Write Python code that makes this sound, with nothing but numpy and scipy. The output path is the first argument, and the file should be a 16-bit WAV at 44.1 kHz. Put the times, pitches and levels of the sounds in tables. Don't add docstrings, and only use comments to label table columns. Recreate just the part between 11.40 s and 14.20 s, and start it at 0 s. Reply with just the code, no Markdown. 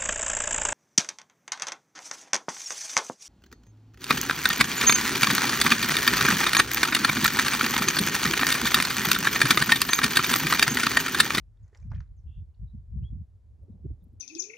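import sys
import numpy as np
from scipy import signal
from scipy.fft import rfft, irfft, next_fast_len
from scipy.io import wavfile
from scipy.ndimage import uniform_filter1d, map_coordinates

SR = 44100
rng = np.random.default_rng(int(sys.argv[2]) if len(sys.argv) > 2 else 0)


def int16_out(signal):
    q = np.round(np.clip(np.atleast_2d(signal).T, -1, 1) * 32767)
    wavfile.write(sys.argv[1], SR, q.astype(np.int16))


N = 123479

# pitch_hz, gain_db
WET_DAMPING = [(100, 0), (7400, 0), (8600, -10), (12000, -13), (13200, -27), (15500, -24)]
BANK_ECHO_S = 0.028
TURTLE_SCATTER_DB, WIND_SIDE_DB = -17.5, -10.5


def scrabble():
    # start_s, ring_db, ring_hz, crack_db, crack_hz
    snaps = [(.173, -73.5, 3540, -85, 5000), (0.2791, -76, 1820, -63, 6800), (0.33, -64, 1750, -91, 4040),
             (0.3478, -55.5, 1940, -54, 3630), (0.3482, -63, 6860, -80, 6000),
             (0.3545, -57.5, 1960, -80.5, 4460), (0.3595, -63, 1920, -79, 4970),
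             (0.3635, -63, 1720, -74, 3540), (.364, -62.5, 906, -82, 3000),
             (0.3735, -56.5, 5320, -55.5, 8200), (0.3995, -71, 3960, -79, 5000),
             (.4022, -75, 1760, -66, 5800), (0.505, -66.5, 5200, -83, 5400)]
    # time_s, level_db
    rub_levels = [(0, -110), (.17, -85.5), (.25, -79.5), (.32, -81.5), (.36, -68), (.39, -74), (.44, -75),
                  (.49, -84), (.53, -110)]
    # pitch_hz, gain_db
    rub_tone = [(250, -30.5), (450, 7), (1000, 2.5), (1900, 0.5), (3000, -14.5), (5300, -11.5), (7200, -12)]
    stalks = np.zeros(N)
    for start_s, ring_db, ring_hz, crack_db, crack_hz in snaps:
        ring = amp(ring_db) * burst(ring_hz, width=0.06, fade_s=0.018)
        crack = amp(crack_db) * burst(crack_hz, width=0.33, fade_s=0.015)
        add(stalks, start_s, ring + crack)
    snapping = outdoors(shaped(stalks, WET_DAMPING), TURTLE_SCATTER_DB)
    return snapping + level(rub_levels) * grains(rub_tone)


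def splash():
    # start_s, slap_db, slap_hz, spray_db, spray_hz
    slaps = [(0.5108, -69, 2000, -72, 5000), (0.5165, -43.5, 1020, -66, 5200),
             (0.518, -48.5, 1360, -56.5, 4930), (.524, -49, 1435, -79.5, 4500),
             (0.5324, -53.5, 1200, -68.5, 6530), (.536, -52, 1610, -76, 5360),
             (0.5441, -60.5, 1850, -70.5, 5000), (0.5502, -57.5, 2800, -67.5, 5200),
             (0.5523, -68, 1900, -74, 3500), (0.5597, -52, 1580, -62.5, 4400),
             (0.568, -66, 2300, -63, 4600), (0.581, -54, 1790, -84, 4050), (0.6034, -49, 1160, -80, 3960),
             (0.6052, -58, 2000, -53, 3900)]
    # start_s, level_db, pitch_hz, fade_s
    pockets = [(.328, -51, 415, 0.043), (.4255, -64, 2320, .05), (0.5165, -46.5, 850, 0.03),
               (0.5164, -54, 1276, 0.035), (.519, -54.5, 647, 0.048), (.5335, -48, 570, .025),
               (0.549, -53, 3120, 0.014), (.606, -60, 1520, 0.031), (.675, -74, 3900, .015),
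               (.713, -77, 4100, .012)]
    # time_s, level_db
    droplet_levels = [(.495, -100), (.514, -72.5), (.523, -73), (.55, -69), (.575, -70), (.592, -82.5),
                      (.61, -69), (.635, -77.5), (.68, -88.5), (.78, -104), (.85, -120)]
    # pitch_hz, gain_db
    droplet_tone = [(300, -24), (600, -1), (1200, 5.5), (1900, 6), (2800, -6.5), (5500, -13), (7500, -18),
                    (9000, -25), (15000, -34)]
    water = np.zeros(N)
    for start_s, slap_db, slap_hz, spray_db, spray_hz in slaps:
        slap = amp(slap_db) * burst(slap_hz, width=0.28, fade_s=0.015)
        spray = amp(spray_db) * burst(spray_hz, width=0.27, fade_s=0.008)
        add(water, start_s, slap + spray)
    for start_s, level_db, pitch_hz, fade_s in pockets:
        add(water, start_s, amp(level_db) * bubble(pitch_hz, fade_s))
    gurgle_start_s, gurgle_length_s = 0.52, 0.058
    for when, pitch, size in rng.random(size=(14, 3)):
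        pitch_hz = 1700 * np.exp(0.45 * (2 * pitch - 1))
        gurgle = amp(-62) * (0.5 + size) * bubble(pitch_hz, fade_s=0.015)
        add(water, gurgle_start_s + when * gurgle_length_s, gurgle)
    splashing = outdoors(shaped(water, WET_DAMPING), TURTLE_SCATTER_DB)
    return splashing + level(droplet_levels) * grains(droplet_tone)


def bubble(pitch_hz, fade_s):
    t = np.arange(SR // 8) / SR
    cycles = pitch_hz * t * (1 + 0.09 * t / fade_s)
    return rise_and_fade(t, 0.00098, fade_s) * np.sin(2 * np.pi * cycles)


def grains(tone, per_s=900):
    hits = rng.random((2, N)) < per_s / SR
    sizes = amp(np.minimum(rng.exponential(size=(2, N)), 3))
    clicks = hits * sizes * rng.choice([-1, 1], (2, N))
    return stereo(coloured(shaped(clicks, WET_DAMPING), tone), side_db=-12)


def gusts():
    # time_s, level_db
    gust_levels = [(0.0, -49), (0.19, -56.5), (0.23, -43.5), (0.3, -58.5), (0.37, -58), (0.4, -46),
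                   (0.51, -35), (0.54, -34.5), (0.6, -35), (0.67, -52), (0.72, -42.5), (0.75, -53),
                   (0.79, -44), (0.83, -55.5), (0.86, -38.5), (0.89, -38), (0.95, -52.5), (0.97, -39),
                   (1.03, -38.5), (1.06, -54), (1.08, -44), (1.15, -59.5), (1.23, -34.5), (1.3, -48.5),
                   (1.37, -40), (1.46, -51), (1.57, -30.5), (1.6, -34.5), (1.64, -30), (1.68, -45.5),
                   (1.73, -34.5), (1.83, -39.5), (1.86, -57), (1.96, -50.5), (1.99, -58.5), (2.13, -49),
                   (2.18, -57), (2.24, -43), (2.27, -61), (2.31, -44.5), (2.38, -54), (2.47, -38.5),
                   (2.52, -34), (2.56, -52.5), (2.76, -52.5), (2.8, -48)]
    # pitch_hz, gain_db
    rumble_tone = [(18, -34), (30, -18), (48, 0.5), (72, -0.5), (102, -4.5), (130, -18), (180, -40),
                   (260, -59), (500, -100), (1500, -140)]
    # pitch_hz, gain_db
    flutter_tone = [(80, -18), (125, 4.5), (175, -6), (230, -20.5), (320, -31.5), (420, -38.5), (700, -60),
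                    (2500, -120)]
    strength, strong_gust = level(gust_levels), amp(-40)
    rumble = amp(0.5) * turbulence(rumble_tone, steady_s=0.038)
    flutter = amp(-12) * turbulence(flutter_tone, steady_s=0.037)
    return strength * (rumble + np.sqrt(strength / strong_gust) * flutter)


def turbulence(tone, steady_s):
    pair = noise(tone)
    power = uniform_filter1d(abs(signal.hilbert(pair)) ** 2 / 2, int(steady_s * SR), axis=1)
    gain = uniform_filter1d(1 / np.sqrt(abs(power) + 0.013), size=400, axis=1)
    return stereo(pair * gain, WIND_SIDE_DB)


def thumps():
    # middle_s, length_s, relative_db, pitch_hz
    swirls = [(0.461, 0.033, -43.5, 178), (.53, 0.0638, -42.5, 156), (0.579, .04, -38, 143.5),
              (.972, 0.036, -46, 122.6), (1.015, .04, -48.5, 142), (1.231, .05, -45.5, 150),
              (1.349, 0.033, -38, 164), (1.565, 0.033, -39.5, 189.7), (1.632, .05, -41, 150.3),
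              (1.732, 0.034, -43, 210), (1.765, 0.033, -41.5, 186), (1.815, 0.034, -40.5, 166),
              (2.237, .03, -63, 470), (2.291, .04, -56, 362), (2.305, 0.029, -42, 216),
              (2.355, 0.0513, -49, 160), (2.457, 0.034, -39.5, 292), (2.458, 0.041, -34, 158.4),
              (2.466, .025, -56.5, 464), (2.506, .02, -56.5, 428), (2.51, .03, -40.5, 209),
              (2.635, 0.052, -52.5, 160), (2.67, .03, -51.5, 226), (2.736, .03, -55, 229)]
    pair = np.zeros((2, N))
    for middle_s, length_s, relative_db, pitch_hz in swirls:
        swell = np.hanning(int(length_s * SR))
        for channel in pair:
            thump = band_noise(pitch_hz, width=0.17)[:len(swell)] * swell
            add(channel, middle_s - length_s / 2, amp(relative_db) * thump / abs(thump).max())
    return amp(1) * stereo(pair, WIND_SIDE_DB)


def birds():
    # start_s, length_s, start_hz, end_hz, bend, level_db, roughness (0 to 1)
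    chirps = [(0.22, 0.038, 7400, 5020, -0.33, -75.5, .6), (0.411, 0.029, 7250, 4900, -0.36, -71.5, 0.7),
              (0.59, .028, 7100, 5010, -0.76, -75, .6), (0.761, 0.05, 7250, 4890, 0.088, -77.5, 0.9),
              (1.143, 0.01, 4800, 3020, -0.69, -75.5, .5), (1.138, .014, 2920, 2680, 0.24, -81, 0.65),
              (1.269, 0.026, 3950, 3620, -2, -76.5, 0.3), (1.291, 0.032, 4000, 3580, -2, -77, .6),
              (2.314, 0.033, 3900, 3690, 1.7, -88, .8), (2.598, 0.043, 3900, 3660, 2, -86, 0.75)]
    calls = np.zeros(N)
    for start_s, *shape in chirps:
        add(calls, start_s, bird_note(*shape))
    calls += trill()
    echo = filtered(bank_echo(calls), lambda hz: np.minimum(hz / 6000, 1))
    return outdoors(calls + amp(-11) * echo, scatter_db=-10)


def trill(start_s=0.862, syllables_per_s=58, edge_drop_db=5.5):
    # delay_s, length_s, start_hz, end_hz, bend, level_db
    voices = [(0, 0.024, 3046, 2526, .5, -73), (.006, 0.025, 2760, 3690, 0.95, -72.5)]
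    song = np.zeros(N)
    for count, place in enumerate(np.linspace(-1, 1, 8)):
        for delay_s, length_s, start_hz, end_hz, bend, level_db in voices:
            drift = 1 + 0.012 * rng.standard_normal()
            note_db = level_db - edge_drop_db * place ** 2
            note = bird_note(length_s, start_hz * drift, end_hz * drift, bend, note_db)
            add(song, start_s + count / syllables_per_s + delay_s, note)
    return song


def bird_note(length_s, start_hz, end_hz, bend, level_db, roughness=0):
    progress = np.linspace(0, 1, int(length_s * SR))
    wobbles_per_s = 500
    shake, tremble = (roughness * map_coordinates(wobbles, [progress * length_s * wobbles_per_s])
                      for wobbles in rng.standard_normal(size=(2, 64)))
    glide = np.expm1(-bend * progress) / np.expm1(-bend)
    pitch_hz = (start_hz + (end_hz - start_hz) * glide) * (1 + 0.04 * shake)
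    loudness = amp(level_db) * unit(amp(5 * tremble)) * np.hanning(len(progress)) ** 0.8
    return loudness * np.sin(2 * np.pi * (np.cumsum(pitch_hz) / SR + rng.random()))


def whistle():
    # time_s, pitch_hz, level_db
    path = [(1.616, 2350, -97), (1.624, 2560, -79), (1.634, 2850, -73), (1.643, 3170, -67.5),
            (1.653, 3260, -62), (1.668, 3310, -61.5), (1.676, 3330, -66), (1.688, 3365, -66),
            (1.697, 3380, -86), (1.7, 3380, -110)]
    time_s, pitch_hz, level_db = np.transpose(path)
    t = np.arange(N) / SR
    cycles = np.cumsum(np.interp(t, time_s, pitch_hz)) / SR
    singing = (t > time_s[0]) & (t < time_s[-1])
    call = amp(np.interp(t, time_s, level_db)) * np.sin(2 * np.pi * cycles) * singing
    return outdoors(call + amp(-17) * bank_echo(call), scatter_db=-19)


def ticks():
    # start_s, relative_db, pitch_hz
    tick_list = [(2.231, -76, 11330), (2.63, -74, 12700), (2.64, -67.5, 12000), (2.683, -78, 13130),
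                 (2.73, -77.5, 13540)]
    pair = np.zeros((2, N))
    for start_s, relative_db, pitch_hz in tick_list:
        for channel in pair:
            add(channel, start_s, amp(relative_db) * burst(pitch_hz, width=0.2, fade_s=0.025))
    return stereo(pair, side_db=4)


def breeze():
    # time_s, level_db
    rush_levels = [(0, -84), (1.85, -79.5), (2.12, -75), (2.26, -64.5), (2.38, -64), (2.48, -66),
                   (2.58, -69.5), (2.8, -69)]
    # pitch_hz, gain_db
    rush_tone = [(90, -13), (150, 3), (210, 2.5), (300, -7), (520, -11), (750, -19.5), (1100, -30),
                 (3000, -64)]
    # pitch_hz, gain_db
    hush_tone = [(30, 0), (350, 0), (700, -7.5), (1400, -15.5), (2800, -21.5), (7200, -24), (8500, -28),
                 (11500, -28), (13000, -37), (15500, -35)]
    rush = level(rush_levels) * noise(rush_tone)
    hush = amp(-79) * noise(hush_tone)
    return stereo(rush + hush, side_db=-9)


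def bank_echo(sound):
    return np.pad(sound, (int(BANK_ECHO_S * SR), 0))[:N]


def outdoors(sound, scatter_db):
    t = np.arange(SR // 3) / SR
    tail = rng.standard_normal((2, len(t))) * rise_and_fade(t, rise_s=0.008, fade_s=0.12)
    scatter = signal.fftconvolve(sound[None], tail / np.linalg.norm(tail[0]), axes=1)[:, :N]
    return sound + amp(scatter_db) * stereo(scatter, side_db=0)


def burst(pitch_hz, width, fade_s):
    t = np.arange(SR // 10) / SR
    puff = band_noise(pitch_hz, width) * rise_and_fade(t, 0.00038, fade_s)
    return puff / abs(puff).max()


def band_noise(pitch_hz, width):
    hz = np.fft.fftfreq(SR // 10, 1 / SR)
    band = (hz > 0) * np.exp(-0.5 * (np.log((abs(hz) + 1) / pitch_hz) / width) ** 2)
    wave = np.fft.ifft(np.fft.fft(rng.standard_normal(len(hz))) * band)
    return wave.real / np.sqrt(abs(wave) + abs(wave).mean() / 2)


def rise_and_fade(t, rise_s, fade_s):
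    return amp(-60 * t / fade_s) * (1 - np.exp(-t / rise_s))


def noise(tone):
    return coloured(rng.standard_normal((2, N)), tone)


def coloured(sound, tone):
    return unit(shaped(sound, tone))


def shaped(sound, tone):
    pitch_hz, gain_db = np.transpose(tone)
    return filtered(sound, lambda hz: amp(np.interp(np.log(hz + 1), np.log(pitch_hz), gain_db)))


def filtered(sound, gain_at):
    size = next_fast_len(N + SR // 2)
    return irfft(rfft(sound, size) * gain_at(np.fft.rfftfreq(size, 1 / SR)), size)[..., :N]


def level(rows):
    return amp(np.interp(np.arange(N) / SR, *np.transpose(rows)))


def stereo(pair, side_db):
    return pair[0] + np.array([[1], [-1]]) * amp(side_db) * pair[1]


def add(track, start_s, sound):
    first = max(round(start_s * SR), 0)
    track[first:first + len(sound)] += sound[:N - first]


def amp(db):
    return 10 ** (np.asarray(db) / 20)


def unit(sound):
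    return sound / np.sqrt(np.mean(sound ** 2) + 1e-20)


def scene():
    wind = gusts() + thumps() + breeze()
    turtle = scrabble() + splash()
    return wind + turtle + birds() + whistle() + ticks()


def record(dry):
    top_hz = 15750
    return filtered(dry, lambda hz: hz < top_hz)


dry = scene()
out = record(dry)
int16_out(out)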